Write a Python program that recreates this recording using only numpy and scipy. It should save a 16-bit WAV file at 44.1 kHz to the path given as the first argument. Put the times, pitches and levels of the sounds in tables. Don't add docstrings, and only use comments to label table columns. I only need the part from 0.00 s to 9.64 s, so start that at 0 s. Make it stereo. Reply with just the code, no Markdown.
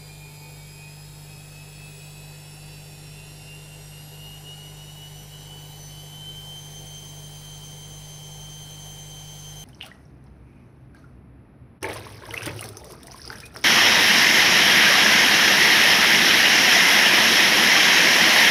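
import sys
import numpy as np
from scipy import signal
from scipy.fft import rfft, irfft, next_fast_len
from scipy.io import wavfile
from scipy.ndimage import uniform_filter1d

SR = 44100
rng = np.random.default_rng(int(sys.argv[2]) if len(sys.argv) > 2 else 0)


def unload_wav(signal):
    wavfile.write(
        sys.argv[1],
        SR,
        np.round(np.clip(np.atleast_2d(signal).T, -1, 1) * 32767).astype(np.int16),
    )


N = 425124
TIME = np.arange(N) / SR
BARS = 36
LEFT_LEAD_SAMPLES = 8


# (frequency [Hz], left [dB], right [dB], left lead [rad])
STANDING_WAVES = [(2402.7, -62, -57, 5.9), (2403.9, -55, -54, 7.6), (2406.3, -64, -54, 5.1),
                  (2408.8, -56, -56, 3.1), (2413.7, -49, -51, 1.1), (2417.3, -64, -50, 1.3),
                  (2424.0, -50, -52, 2.3), (2428.9, -48, -50, 0.8), (2436.9, -49, -53, 1.5),
                  (2439.9, -51, -51, 3.0), (2444.8, -47, -60, 3.8), (2450.2, -49, -51, 3.2),
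                  (2453.9, -46, -64, 6.5), (2460.6, -48, -50, 8.7), (2463.8, -47, -53, 8.5),
                  (2467.4, -51, -50, 9.1), (2474.2, -50, -55, 9.2), (2478.4, -54, -58, 8.3),
                  (2482.0, -53, -64, 4.8), (2493.5, -56, -46, 7.1), (2500.2, -51, -46, 5.0),
                  (2504.9, -47, -54, 3.3), (2507.5, -47, -50, 3.2), (2511.2, -46, -52, 3.0),
                  (2514.8, -46, -47, 3.2), (2517.9, -48, -49, 3.1), (2520.5, -58, -57, 3.6),
                  (2523.7, -49, -50, 3.4), (2526.3, -49, -49, 3.4), (2530.4, -56, -61, 4.2),
                  (2534.6, -64, -64, 2.9), (2538.2, -54, -54, 3.3), (2544.5, -50, -58, 1.2),
                  (2551.8, -51, -60, 0.9), (2554.9, -60, -47, 1.8), (2557.6, -63, -55, -2.4),
                  (2560.3, -64, -48, -2.4), (2563.6, -56, -50, -2.7), (2566.2, -58, -47, -3.0),
                  (2569.5, -49, -44, -2.6), (2573.8, -53, -44, -2.0), (2577.0, -54, -45, -2.1),
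                  (2580.8, -52, -56, 2.8), (2583.5, -59, -49, 5.0), (2585.1, -52, -52, 4.9),
                  (2587.3, -50, -62, 4.0), (2590.5, -52, -53, 4.3), (2593.7, -48, -57, 4.1),
                  (2600.7, -49, -50, 6.3), (2607.7, -48, -47, 8.6), (2610.4, -51, -52, 9.1),
                  (2612.6, -51, -57, 9.1), (2616.8, -49, -50, 9.5), (2619.0, -49, -52, 10.1),
                  (2622.7, -52, -54, 9.9), (2627.0, -47, -55, 10.0), (2632.9, -56, -58, 10.3),
                  (2637.7, -63, -54, 12.0), (2640.4, -52, -60, 11.4), (2644.1, -54, -60, 9.5),
                  (2646.8, -57, -53, 8.3), (2650.6, -64, -53, 9.3), (2654.3, -49, -49, 9.3),
                  (2657.0, -56, -50, 9.6), (2659.1, -52, -52, 9.4), (2665.5, -56, -50, 9.6),
                  (2668.2, -53, -58, 10.4), (2670.4, -57, -64, 9.3), (2672.5, -53, -51, 9.1),
                  (2674.1, -51, -49, 9.5), (2678.4, -53, -60, 10.7), (2681.1, -63, -59, 13.7),
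                  (2684.8, -55, -55, 11.6), (2689.6, -62, -55, 10.8), (2696.6, -48, -50, 10.4),
                  (2701.4, -47, -51, 10.4), (2707.3, -50, -64, 9.7), (2713.2, -55, -62, 9.6),
                  (2722.9, -45, -47, 9.5), (2726.1, -49, -51, 9.7), (2728.8, -47, -46, 9.4),
                  (2733.6, -54, -48, 8.5), (2737.9, -56, -54, 9.2), (2742.8, -63, -52, 6.8),
                  (2746.0, -57, -46, 6.8), (2748.2, -50, -50, 6.2), (2751.4, -52, -55, 5.5),
                  (2754.6, -46, -49, 3.4), (2758.4, -48, -55, 4.2), (2761.6, -49, -48, 3.2),
                  (2764.9, -49, -45, 3.4), (2770.8, -41, -41, 2.5), (2774.5, -41, -43, 2.6),
                  (2784.1, -43, -44, 1.6), (2786.2, -46, -43, 1.1), (2788.9, -61, -48, 1.3),
                  (2791.0, -55, -45, 3.4), (2793.1, -63, -47, 1.7), (2801.1, -48, -45, 2.9),
                  (2804.8, -55, -43, 2.8), (2809.6, -46, -42, 3.2), (2812.8, -48, -47, 3.6),
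                  (2815.4, -43, -44, 3.0), (2823.4, -49, -53, 3.3), (2825.1, -52, -55, 5.5),
                  (2826.7, -59, -47, 6.0), (2829.4, -57, -50, 5.4), (2831.6, -64, -45, 7.6),
                  (2834.8, -56, -44, 14.6), (2836.4, -41, -41, 15.3), (2838.1, -39, -39, 15.4),
                  (2843.5, -39, -40, 15.3), (2848.4, -38, -41, 16.0), (2853.3, -39, -42, 15.7),
                  (2857.1, -38, -45, 16.3), (2863.0, -36, -48, 16.0), (2866.8, -38, -45, 16.3),
                  (2870.6, -38, -56, 15.8), (2873.9, -40, -48, 15.1), (2878.7, -45, -46, 15.7),
                  (2883.6, -36, -41, 16.4), (2889.0, -36, -46, 16.9), (2891.1, -36, -47, 17.0),
                  (2892.7, -38, -44, 17.0), (2893.8, -43, -42, 16.9), (2895.4, -52, -43, 15.2),
                  (2897.6, -49, -43, 13.4), (2900.3, -57, -41, 14.0), (2906.8, -44, -41, 14.4),
                  (2912.1, -49, -48, 14.7), (2914.3, -51, -52, 15.7), (2915.9, -52, -58, 18.5),
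                  (2919.1, -51, -45, 20.6), (2922.9, -51, -45, 19.7), (2925.6, -57, -43, 20.6),
                  (2928.8, -44, -50, 23.1), (2930.5, -42, -53, 24.5), (2933.1, -45, -64, 27.0),
                  (2935.8, -47, -58, 27.8), (2939.0, -46, -51, 25.3), (2941.6, -45, -55, 24.9),
                  (2944.8, -43, -44, 24.3), (2946.9, -42, -44, 24.1), (2949.6, -41, -45, 23.3),
                  (2951.7, -42, -42, 22.1), (2953.9, -46, -40, 22.1), (2958.1, -42, -41, 22.7),
                  (2959.7, -41, -39, 22.2), (2961.3, -43, -40, 21.4), (2963.4, -62, -44, 20.7),
                  (2966.6, -57, -49, 22.8), (2968.7, -53, -48, 22.9), (2971.9, -48, -53, 21.8),
                  (2973.5, -47, -50, 21.7), (2977.2, -47, -46, 19.7), (2979.9, -59, -43, 19.1),
                  (2983.1, -64, -48, 16.0), (2986.3, -59, -44, 15.5), (2989.5, -59, -48, 15.9),
                  (2991.1, -64, -45, 18.2), (2993.2, -52, -48, 20.6), (2994.8, -57, -41, 22.4),
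                  (2996.4, -50, -40, 23.7), (2998.5, -47, -41, 23.7), (3003.8, -50, -40, 23.1),
                  (3007.5, -50, -48, 23.4), (3011.3, -47, -43, 23.4), (3014.5, -44, -46, 22.1),
                  (3016.6, -54, -47, 20.4), (3021.4, -64, -44, 19.7), (3026.2, -45, -44, 22.4),
                  (3027.7, -40, -44, 22.1), (3028.8, -40, -43, 21.9), (3030.9, -43, -40, 22.1),
                  (3034.1, -39, -39, 22.4), (3038.4, -36, -40, 22.1), (3045.1, -35, -39, 22.0),
                  (3047.3, -37, -42, 21.4), (3049.0, -43, -43, 20.3), (3050.1, -46, -43, 20.6),
                  (3052.9, -40, -46, 21.4), (3055.1, -43, -43, 21.1), (3057.3, -42, -45, 21.0),
                  (3058.5, -44, -46, 21.1), (3060.1, -61, -43, 22.2), (3061.8, -50, -39, 22.3),
                  (3063.5, -50, -38, 21.1), (3066.8, -48, -38, 20.4), (3069.0, -60, -39, 22.2),
                  (3070.7, -45, -40, 23.4), (3072.4, -42, -38, 23.5), (3075.7, -46, -37, 24.0),
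                  (3080.2, -37, -39, 24.4), (3081.8, -36, -39, 25.1), (3083.0, -37, -39, 25.4),
                  (3085.8, -45, -47, 25.3), (3090.3, -37, -47, 24.4), (3092.5, -39, -42, 25.2),
                  (3094.8, -47, -41, 26.3), (3096.5, -42, -42, 26.5), (3100.4, -39, -43, 26.8),
                  (3105.5, -38, -39, 26.1), (3112.2, -41, -38, 26.2), (3113.9, -45, -36, 26.2),
                  (3115.0, -55, -36, 25.8), (3116.2, -51, -38, 22.7), (3116.8, -43, -40, 21.7),
                  (3118.4, -42, -37, 21.2), (3120.3, -44, -39, 21.7), (3123, -42, -38, 21.1)]
# (time [s], left [dB], right [dB], left lead [rad])
HAND_SHIFT = [(6.7, 0, 0, 0), (6.8, -0.2, -0.9, 0.01), (7.0, -2.1, -1.4, -0.04), (7.2, -1.8, -0.7, 0.39),
              (7.4, -1.1, -0.7, 0.42), (7.6, -4.0, -1.7, 0.34), (7.8, -4.2, -2.5, 0.35),
              (8.0, -4.9, -3.3, 0.18), (8.2, -6.2, -3.5, -0.01), (8.4, -2.6, -2.7, -0.14),
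              (8.6, -1.5, -2.4, -0.13), (8.8, -1.7, -1.8, 0.1), (9.0, -2.1, -0.9, 0.19),
              (9.2, -0.4, -0.4, 0.27), (9.4, 0.5, 0.1, 0.41), (9.6, -0.0, -0.0, 0.33)]
# (time [s], left [dB], right [dB], left lead [rad])
SECOND_TONE = [(0.02, -59, -57, 0.3), (0.07, -51, -55, 1.0), (0.12, -59, -63, 1.3), (0.23, -66, -60, 1.7),
               (0.29, -59, -60, -2.2), (0.37, -56, -51, -2.0), (0.4, -56, -53, -1.9), (0.45, -60, -56, 0.5),
               (0.49, -54, -55, 3.3), (0.55, -50, -63, 4.9), (0.58, -51, -58, 2.6), (0.62, -50, -65, 3.4),
               (0.66, -54, -67, 3.6), (0.7, -57, -54, 5.6), (0.74, -56, -52, 5.5), (0.86, -59, -62, 7.8),
               (0.92, -50, -65, 6.0), (0.98, -49, -59, 4.4), (1.03, -51, -58, 5.2), (1.1, -59, -68, 9.0),
               (1.14, -55, -68, 11.7), (1.22, -60, -67, 13.2), (1.26, -57, -58, 10.4),
               (1.29, -58, -57, 9.5), (1.32, -57, -56, 7.2), (1.4, -57, -58, 7.2), (1.43, -62, -66, 9.4),
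               (1.48, -59, -61, 8.5), (1.5, -60, -60, 9.6), (1.54, -54, -61, 9.8), (1.59, -64, -58, 12.5),
               (1.63, -58, -62, 13.2), (1.74, -67, -67, 22.1), (1.82, -59, -68, 24.9),
               (1.88, -57, -57, 22.2), (1.92, -60, -61, 22.8), (1.97, -59, -58, 22.2),
               (2.02, -56, -61, 28.1), (2.05, -54, -62, 29.5), (2.1, -61, -67, 27.2),
               (2.14, -60, -62, 22.1), (2.18, -56, -59, 21.4), (2.21, -56, -56, 22.0),
               (2.23, -54, -55, 22.6), (2.39, -58, -63, 23.6), (2.49, -52, -60, 25.1),
               (2.6, -58, -53, 27.9), (2.64, -58, -52, 27.9), (2.67, -53, -52, 28.4), (2.7, -56, -57, 26.8),
               (2.75, -60, -54, 26.5), (2.82, -61, -59, 27.8), (2.88, -68, -65, 25.2),
               (2.93, -54, -57, 23.6), (2.98, -58, -54, 22.9), (3.01, -54, -55, 23.5),
               (3.03, -52, -57, 22.4), (3.07, -51, -61, 24.8), (3.18, -59, -62, 28.1),
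               (3.23, -54, -56, 28.0), (3.34, -59, -67, 32.7), (3.43, -56, -55, 33.2),
               (3.5, -57, -55, 34.5), (3.53, -61, -54, 34.6), (3.59, -62, -60, 33.8),
               (3.63, -61, -55, 33.1), (3.68, -65, -60, 33.5), (3.75, -66, -63, 29.2),
               (3.82, -68, -52, 30.8), (3.88, -59, -55, 31.8), (3.92, -62, -64, 33.5),
               (4.09, -68, -65, 29.8), (4.17, -57, -62, 28.3), (4.2, -60, -59, 29.9),
               (4.24, -62, -57, 27.8), (4.3, -59, -60, 25.4), (4.36, -59, -57, 22.7), (4.4, -59, -64, 27.0),
               (4.51, -60, -55, 25.3), (4.55, -65, -59, 28.5), (4.68, -52, -57, 29.9),
               (4.72, -57, -67, 33.1), (4.76, -53, -61, 36.3), (4.89, -66, -64, 38.4),
               (4.94, -58, -58, 37.8), (4.96, -59, -61, 40.7), (5.14, -49, -65, 48.8),
               (5.34, -56, -58, 53.3), (5.39, -50, -65, 55.7), (5.56, -52, -55, 53.6),
               (5.61, -52, -60, 55.8), (5.64, -54, -56, 53.8), (5.67, -52, -59, 54.9),
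               (5.71, -55, -51, 54.0), (5.78, -53, -48, 54.1), (5.81, -48, -50, 56.4),
               (5.88, -47, -49, 56.5), (5.91, -51, -55, 56.6), (6.11, -51, -66, 56.2),
               (6.14, -56, -60, 56.5), (6.2, -50, -59, 59.5), (6.24, -54, -61, 59.4),
               (6.28, -48, -58, 59.9), (6.32, -52, -53, 59.6), (6.37, -48, -56, 58.7),
               (6.42, -56, -54, 58.5), (6.44, -57, -55, 59.8), (6.47, -53, -53, 57.6),
               (6.54, -56, -55, 57.5), (6.6, -47, -54, 56.2), (6.78, -45, -55, 56.3), (7.0, -48, -49, 56.1),
               (7.3, -52, -51, 56.3), (7.63, -50, -51, 56.0), (7.96, -48, -52, 56.0),
               (8.29, -47, -54, 56.1), (8.62, -46, -54, 56.3), (8.95, -45, -54, 56.0),
               (9.28, -45, -56, 56.1), (9.62, -44, -56, 56.3)]
# (time [s], depth [share])
FLUTTER_DEPTH = [(6.65, .15), (6.75, 1)]
def commutator_whine(speed, steady_angle, angle):
    hz, *standing = np.transpose(STANDING_WAVES)
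    left_db, right_db, lead = [np.interp(BARS * speed, hz, column) + shift
                               for column, shift in zip(standing, curves(HAND_SHIFT))]
    *second_db, lead2 = curves(SECOND_TONE)
    left2_db, right2_db = [db - .4 + drift(hz=6.9) for db in second_db]
    depth = curves(FLUTTER_DEPTH)[0]
    lead = lead + .13 * drift(hz=14)
    lead2 = lead2 + .3 * depth * drift(hz=14)
    left_flutter, right_flutter, flutter2 = [depth * load_flutter(steady_angle, belt_share)
                                             for belt_share in (.5, .5, .9)]
    first = stereo_tone(BARS * angle, lead, left_db + 5.5 * left_flutter, right_db + 2.3 * right_flutter)
    second = stereo_tone(2 * BARS * angle, lead2, left2_db + 5 * flutter2, right2_db + 4.5 * flutter2)
    return first + second


# (time [s], shaft speed [turns/s])
SPIN_UP = [(0.0, 66.69), (0.4, 68.05), (0.9, 69.5), (1.4, 70.95), (1.9, 72.45), (2.4, 73.94), (2.9, 75.43),
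           (3.4, 76.93), (3.9, 78.41), (4.4, 79.92), (4.9, 81.42), (5.4, 82.9), (5.9, 84.38), (6.3, 85.62),
           (6.6, 86.56), (6.8, 86.79), (7.2, 86.96), (7.6, 86.9), (8.6, 86.81), (9.64, 86.78)]
LOAD_SWINGS = [(13.0, .0021), (8.43, .0012), (4.21, .0004)]
def motor_shaft():
    speed = curves(SPIN_UP)[0]
    steady_angle = np.cumsum(speed) / SR
    swing = sum(size * random_sine(steady_angle / period) for period, size in LOAD_SWINGS)
    return speed, steady_angle, steady_angle + swing + .0004 * drift(hz=25)


def load_flutter(steady_angle, belt_share):
    drum = random_sine(steady_angle / LOAD_SWINGS[0][0])
    belt = random_sine(steady_angle / LOAD_SWINGS[1][0])
    return np.minimum(.6 * drum + belt_share * belt + .6 * drift(hz=30), .3) + .3


STRONG_ORDERS = [13, 18, 108, 144, 180]
# (time [s], relative level of each order [dB])
STRONG_LEVELS = [(0.0, -67.0, -80.0, -66.0, -68.0, -65.0), (0.45, -62.0, -71.0, -63.0, -62.0, -63.0),
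                 (0.9, -63.0, -73.0, -62.0, -63.0, -67.0), (1.35, -70.0, -73.0, -62.0, -62.0, -68.0),
                 (1.8, -73.0, -73.0, -61.0, -62.0, -69.0), (2.1, -74.0, -74.0, -56.0, -59.0, -64.0),
                 (2.3, -75.0, -74.0, -56.0, -67.0, -62.0), (2.55, -76.0, -75.0, -62.0, -59.0, -65.0),
                 (2.85, -77.0, -75.0, -63.0, -69.0, -69.0), (3.15, -76.0, -70.0, -67.0, -69.0, -71.0),
                 (3.4, -75.0, -70.0, -60.0, -62.0, -74.0), (3.6, -74.0, -71.0, -65.0, -66.0, -70.0),
                 (3.9, -76.0, -69.0, -53.0, -67.0, -65.0), (4.05, -76.0, -68.0, -57.0, -59.0, -67.0),
                 (4.2, -76.0, -67.0, -64.0, -58.0, -68.0), (4.35, -76.0, -66.0, -61.0, -59.0, -69.0),
                 (4.5, -76.0, -66.0, -59.0, -68.0, -71.0), (4.95, -76.0, -70.0, -65.0, -65.0, -70.0),
                 (5.2, -79.0, -69.0, -69.0, -63.0, -70.0), (5.55, -79.0, -67.0, -68.0, -67.0, -72.0),
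                 (5.7, -77.0, -65.0, -64.0, -59.0, -69.0), (5.85, -76.0, -64.0, -58.0, -63.0, -71.0),
                 (6.3, -77.0, -64.0, -65.0, -63.0, -74.0), (6.75, -76.0, -69.0, -64.0, -64.0, -76.0),
                 (7.2, -75.0, -71.0, -64.0, -65.0, -68.0), (8.0, -77.0, -69.0, -66.0, -65.0, -72.0),
                 (8.8, -78.0, -69.0, -67.0, -62.0, -72.0), (9.64, -77.0, -70.0, -65.0, -62.0, -76.0)]
def strong_orders(angle):
    return amp(.8) * sum(tone(order * angle, db + 1.5 * drift(hz=2))
                         for order, db in zip(STRONG_ORDERS, curves(STRONG_LEVELS)))


# (commutator tone [number], offset [Hz])
SIDE_TONES = [(1, -200), (1, -100), (1, 100), (1, 200), (3, -200)]
# (time [s], relative level of each [dB])
SIDE_LEVELS = [(0.0, -59.0, -55.0, -67.0, -60.0, -85.0), (0.3, -63.0, -61.0, -64.0, -68.0, -83.0),
               (0.6, -58.0, -68.0, -65.0, -65.0, -83.0), (0.9, -60.0, -63.0, -62.0, -68.0, -76.0),
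               (1.2, -61.0, -60.0, -72.0, -69.0, -83.0), (1.5, -68.0, -65.0, -65.0, -66.0, -81.0),
               (1.8, -65.0, -59.0, -67.0, -66.0, -77.0), (2.15, -63.0, -53.0, -68.0, -69.0, -78.0),
               (2.4, -66.0, -56.0, -64.0, -62.0, -75.0), (2.7, -63.0, -55.0, -66.0, -66.0, -81.0),
               (3.0, -58.0, -59.0, -68.0, -65.0, -80.0), (3.3, -59.0, -59.0, -63.0, -67.0, -75.0),
               (3.6, -59.0, -57.0, -64.0, -64.0, -78.0), (3.9, -60.0, -62.0, -66.0, -69.0, -83.0),
               (4.2, -62.0, -59.0, -65.0, -68.0, -79.0), (4.5, -60.0, -59.0, -65.0, -61.0, -77.0),
               (4.8, -62.0, -62.0, -66.0, -58.0, -78.0), (5.1, -64.0, -63.0, -66.0, -59.0, -83.0),
               (5.4, -66.0, -60.0, -61.0, -61.0, -76.0), (5.7, -68.0, -60.0, -57.0, -63.0, -73.0),
               (6.0, -65.0, -60.0, -60.0, -60.0, -72.0), (6.3, -63.0, -60.0, -61.0, -57.0, -72.0),
               (6.6, -68.0, -58.0, -61.0, -60.0, -65.0), (7.2, -66.0, -66.0, -60.0, -63.0, -60.0),
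               (7.8, -67.0, -62.0, -62.0, -61.0, -61.0), (8.4, -68.0, -62.0, -65.0, -60.0, -62.0),
               (9.0, -68.0, -59.0, -64.0, -59.0, -63.0), (9.6, -64.0, -59.0, -62.0, -58.0, -61.0)]
# (time [s], left lead of each [rad])
SIDE_LEADS = [(0.05, 2.04, -2.72, 0.82, -2.64), (0.3, 4.61, -3.15, 0.72, -3.66),
              (0.55, 6.31, -3.74, 2.52, -2.84), (0.8, 8.01, -5.4, 0.08, -2.36),
              (1.05, 9.78, -4.41, -1.55, -2.61), (1.3, 7.61, -1.83, -3.97, -3.86),
              (1.55, 9.1, -0.46, -2.88, -2.59), (1.8, 6.99, -0.72, -2.3, 0.05),
              (2.05, 8.28, 1.3, -4.45, 2.86), (2.3, 10.87, 1.32, -2.17, 4.28),
              (2.55, 10.97, 0.8, -5.22, 6.28), (2.8, 13.35, 3.75, -5.24, 7.19),
              (3.05, 13.68, 4.15, -2.81, 4.46), (3.3, 14.14, 3.43, -1.44, 6.48),
              (3.55, 14.32, 3.53, -2.99, 6.56), (3.8, 16.67, 0.93, -4.39, 9.39),
              (4.05, 15.54, 1.02, -2.09, 9.97), (4.3, 15.93, -0.77, 0.63, 7.23),
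              (4.55, 16.04, -0.18, 0.31, 7.83), (4.8, 13.92, 0.09, 0.32, 9.03),
              (5.05, 12.4, -2.66, 3.15, 9.53), (5.3, 14.83, -0.03, 5.28, 7.4),
              (5.55, 13.9, 0.41, 8.36, 8.39), (5.8, 15.49, 3.2, 9.22, 8.79),
              (6.05, 15.51, 5.88, 10.47, 8.12), (6.3, 16.41, 7.29, 13.06, 8.97),
              (6.55, 16.48, 9.27, 14.77, 10.26), (7.0, 16.12, 12.34, 15.86, 10.73),
              (7.5, 16.57, 12.61, 15.35, 10.53), (8.0, 16.76, 12.07, 15.7, 10.79),
              (8.5, 15.5, 11.19, 15.69, 10.2), (9.0, 15.71, 11.22, 15.07, 10.35),
              (9.5, 15.55, 10.25, 15.14, 10.62)]
def side_tones(angle):
    out = np.zeros((2, N))
    leads = curves(SIDE_LEADS) + [5.5]
    for (k, offset_hz), db, lead in zip(SIDE_TONES, curves(SIDE_LEVELS), leads):
        lead = lead + .35 * drift(hz=3)
        waver_db = 2.5 * drift(hz=8)
        out += stereo_tone(k * BARS * angle + offset_hz * TIME, lead, db + waver_db, db + waver_db[::-1])
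    return out


# (commutator tone [number], offset [Hz], relative level [dB])
FAINT_SIDE_TONES = [(2, -100, -86), (2, 100, -92), (3, -100, -69), (3, 100, -66.5), (3, 200, -68),
                    (4, 100, -92)]
def faint_tones(angle):
    sidebands = sum(tone(k * BARS * angle + hz * TIME, db) for k, hz, db in FAINT_SIDE_TONES)
    return tone(6 * BARS * angle, db=-70) + sidebands


# (commutator tone [number], relative level [dB])
SPARKING = [(1, -63), (2, -65), (3, -63), (4, -66), (5, -71)]
def brush_sparking(angle):
    return sum(tone(k * BARS * angle, db) * drift(hz=170.6) for k, db in SPARKING)


# (order [cycles/turn], relative level [dB])
LESSER_ORDERS = [(19, -72), (20, -76), (21, -79), (22, -71), (24, -73), (25, -72), (26, -75), (27, -72),
                 (28, -71), (29, -74), (31, -74), (32, -74), (34, -69), (35, -67), (37, -67), (38, -67),
                 (39, -71), (40, -68), (41, -72), (42, -78), (43, -79), (44, -73), (45, -68), (46, -67),
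                 (47, -70), (48, -77), (49, -70), (50, -71), (51, -73), (52, -78), (53, -67), (54, -67),
                 (55, -69), (56, -77), (57, -78), (58, -71), (59, -75), (60, -71), (61, -72), (62, -68),
                 (63, -68), (64, -70), (65, -71), (68, -70), (69, -78), (70, -71), (71, -65), (73, -71),
                 (74, -68), (76, -72), (77, -75), (79, -79), (80, -80), (81, -72), (82, -74), (83, -79),
                 (85, -76), (86, -78), (87, -75), (89, -75), (90, -72), (91, -77), (94, -78), (95, -79),
                 (96, -80), (97, -79), (98, -73), (99, -76), (100, -78), (104, -80), (105, -78), (106, -73),
                 (107, -72), (110, -73), (112, -76), (113, -80), (117, -75), (118, -75), (122, -79),
                 (125, -80), (126, -74), (127, -80), (130, -80), (131, -77), (134, -79), (135, -79),
                 (146, -75), (148, -79), (153, -80), (162, -77)]
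# (frequency [Hz], gain [dB])
CABINET_RADIATION = [(1300.0, -1.5), (2200.0, 0.1), (3000.0, -1.2), (3400.0, -2.5), (3700.0, 0.6),
                     (4000.0, 4.3), (4300.0, 2.6), (4600.0, 1.1), (4900.0, -2.1), (5200.0, -0.4),
                     (5600.0, -3.8), (6000.0, -3.7), (6600.0, -0.6), (7300.0, 4.8), (8000.0, 1.4),
                     (9000.0, -1.1), (10000.0, 2.0), (11500.0, 1.8), (13000.0, -0.7), (15000.0, -1.3)]
def lesser_orders(speed, angle, step_s=.15, spread_db=4):
    steps = np.arange(0, TIME[-1] + step_s, step_s)
    step_speed = np.interp(steps, TIME, speed)
    comb = np.zeros(N)
    for order, db in LESSER_ORDERS:
        harmonic = np.sqrt(2) * random_sine(order * angle)
        radiated_db = db + spectrum_at(CABINET_RADIATION, order * step_speed)
        chance_db = spread_db * rng.standard_normal(len(steps))
        comb += harmonic * np.interp(TIME, steps, amp(radiated_db + chance_db))
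    return amp(-1.1) * comb


def brush_scrape(angle, low_cut_hz=6100):
    copper = signal.resample(rng.standard_normal(480), 7680)
    scrape = copper[(angle % 1 * len(copper)).astype(int)]
    hz = np.fft.rfftfreq(N, 1 / SR)
    colour = amp(spectrum_at(RUSH_SPECTRUM, hz)) * hz ** 2 / (hz ** 2 + low_cut_hz ** 2)
    return amp(-65) * unit_rms(irfft(rfft(scrape) * colour, N))


# (mains multiple [number], start [dB], end [dB], left-right [dB], left lead [rad])
PUMP_HUM = [(1, -54.5, -52, .2, -.05), (2, -54, -52.5, 1.8, -0.082), (3, -45, -44, -1.2, -0.034)]
THROB_HZ = [48.08, 52.43]
# (time of a crest [s], level [dB])
THROB_CRESTS = [(.103, -65), (.218, -65.5)]
# (time [s], level [dB])
PUMP_SWELL = [(5.5, -80), (6.1, -70), (6.7, -63), (7.3, -70), (9.64, -68)]
# (frequency [Hz], level [dB])
PUMP_TONES = [(27, -72), (117.5, -65), (120.6, -72), (132.5, -66), (167.4, -74), (199.7, -68), (250.2, -73),
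              (307, -70), (333.3, -70), (395, -68), (417, -67)]
def drain_pump(mains_hz=49.99):
    hum = np.zeros((2, N))
    for k, start_db, end_db, tilt_db, lead in PUMP_HUM:
        db = start_db + (end_db - start_db) * TIME / TIME[-1] + .5 * drift(hz=6.3)
        hum += stereo_tone(k * mains_hz * TIME, lead, db + tilt_db / 2, db - tilt_db / 2)
    throb = sum(tone(mains_hz * TIME + (hz - mains_hz) * (TIME - crest_s), db)
                for hz, (crest_s, db) in zip(THROB_HZ, THROB_CRESTS))
    swell = tone(499.5 * TIME, curves(PUMP_SWELL)[0] + 2.7 * drift(hz=3))
    weak = sum(tone(hz * TIME + rng.random(), db + drift(hz=4.3)) for hz, db in PUMP_TONES)
    return hum + throb + swell + weak


# (frequency [Hz], relative density [dB])
RUSH_SPECTRUM = [(12, -11), (38, -31), (130, -10.5), (240, -19.5), (760, -16), (1150, -24), (3400, -17.5),
                 (4300, -19.5), (6300, -25), (7500, -17), (8600, -24.5), (9800, -22.5), (14200, -30.5),
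                 (15700, -49)]
# (time [s], relative level [dB], boost of the low roar [dB])
RUSH_LEVEL = [(0, -54.5, 0.5), (2, -53, -0.5), (3.5, -52.5, -0.5), (4.8, -53, 2.5), (6.5, -53, 2),
              (9.64, -53, 2.5)]
# (frequency [Hz], width [Hz], gain [dB])
PANELS = [(122, 27, 3), (165, 8.5, -2), (197, 18.5, 8), (258, 17, 7), (308.5, 19, 7), (334, 11, 2),
          (375.3, 20, -10), (393, 15.4, 11.5), (418, 15, 6.5), (480, 12, -10.5), (490.6, 18, 10.5),
          (560, 14, 2), (559.4, 28, -9), (570, 13, 7), (777, 24, 5), (878, 26, 3.5), (940, 20, -0.5),
          (893, 6.6, 5), (1008, 19, 6.5)]
# (centre [shaft order], width [orders], gain [dB])
HISS_GAPS = [(30.6, 3, -4), (42.75, 2, -11), (50.6, 1.5, -16), (57.5, 2, -30), (67.2, 2, -24),
             (77.2, 2, -14), (84.5, 2.5, -9), (92.9, 2, -12), (105, 6, -8.5), (121, 3, -5), (139, 5, -2),
             (154, 3, -1), (165, 2, -2), (172, 5, 1.5)]
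# (frequency [Hz], coherence [share])
COHERENCE = [(60, 0.99), (200, 0.26), (500, 0.72), (1000, 0.63), (2000, 0.021), (8000, 0.019)]
def air_and_water(speed, roar_hz=850, roar_octaves=.6):
    frames, hz = N // 1024 + 5, np.fft.rfftfreq(4096, 1 / SR)
    at = np.minimum(np.arange(frames) * 1024, N - 1)
    right_re, right_im, own_re, own_im, patches = rng.standard_normal((frames, 2049, 5)).T
    coherence = spectrum_at(COHERENCE, hz)[:, None]
    right = right_re + 1j * right_im
    early = right * np.exp(2j * np.pi * hz * LEFT_LEAD_SAMPLES / SR)[:, None]
    left = coherence * early + np.sqrt(1 - coherence ** 2) * (own_re + 1j * own_im)
    patches_db = unit_rms(uniform_filter1d(uniform_filter1d(patches, 30, axis=0), 4, axis=1))
    panels_db = sum(db / (1 + (2 * (hz - centre) / width) ** 2) for centre, width, db in PANELS)
    order = hz[:, None] / speed[at]
    gaps_db = sum(db * np.exp(-2 * ((order - centre) / width) ** 2) for centre, width, db in HISS_GAPS)
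    level_db, boost_db = curves(RUSH_LEVEL)
    roar_band = np.exp(-(np.log2((hz + 1) / roar_hz) / roar_octaves) ** 2)
    steady_db = spectrum_at(RUSH_SPECTRUM, hz) + panels_db
    colour = amp(steady_db[:, None] + gaps_db + np.outer(roar_band, boost_db[at]) + patches_db)
    _, noise = signal.istft(np.array([left, right]) * colour, nperseg=4096, noverlap=3072)
    return amp(level_db + 6.5) * unit_rms(noise[:, :N])


def tiled_room(x, direct, t60_s=.45):
    taps = np.zeros((2, 12000))
    at = np.arange(60, 11980, 20) + rng.integers(0, 20, (2, 596))
    np.put_along_axis(taps, at, rng.choice([-1., 1.], at.shape) * amp(-60 * at / SR / t60_s), 1)
    taps *= np.sqrt(1 - direct ** 2) / np.linalg.norm(taps, axis=1, keepdims=True)
    taps[0, 0] = taps[1, LEFT_LEAD_SAMPLES] = direct
    return signal.fftconvolve(x[None], taps, axes=1)[:, :N]


# (frequency [Hz], left-right [dB])
BALANCE = [(60, -14), (110, 0.0), (200, -7.5), (380, 4), (700, -6), (1290, 0.5), (2380, 0), (4400, -0.5),
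           (8120, 10.5), (15000, 14.5)]
def microphone_balance(x):
    tilt_db = spectrum_at(BALANCE, np.fft.rfftfreq(N, 1 / SR)) / 2
    return irfft(rfft(x) * amp([tilt_db, -tilt_db]), N)


def amp(db):
    return 10 ** (np.asarray(db) / 20)


def unit_rms(x):
    return x / np.sqrt(np.mean(x ** 2) + 1e-20)


def spectrum_at(points, hz):
    table_hz, value = np.transpose(points)
    return np.interp(np.log(hz + 1), np.log(table_hz + 1), value)


def curves(rows):
    times, *columns = np.transpose(rows)
    return [np.interp(TIME, times, column) for column in columns]


def drift(hz):
    steps = rng.standard_normal(int(N / SR * 2 * hz) + 2)
    return unit_rms(signal.resample(steps, next_fast_len(N + 2048))[:N])


def random_sine(turns):
    return np.sin(2 * np.pi * (turns + rng.random()))


def tone(turns, db):
    return np.sqrt(2) * amp(db) * np.sin(2 * np.pi * turns)


def stereo_tone(turns, lead, left_db, right_db):
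    return np.array([tone(turns + lead / (2 * np.pi), left_db), tone(turns, right_db)])


def scene():
    speed, steady_angle, angle = motor_shaft()
    strong = tiled_room(strong_orders(angle), direct=.97) + side_tones(angle)
    faint = faint_tones(angle) + brush_sparking(angle) + lesser_orders(speed, angle) + brush_scrape(angle)
    motor = microphone_balance(strong + tiled_room(faint, direct=.95))
    return commutator_whine(speed, steady_angle, angle) + motor + drain_pump() + air_and_water(speed)


def record(dry):
    low_pass = signal.firwin(1023, 15750, window=("kaiser", 10), fs=SR)
    return signal.oaconvolve(dry, low_pass[None], "same", axes=1)


dry = scene()
out = record(dry)
unload_wav(out)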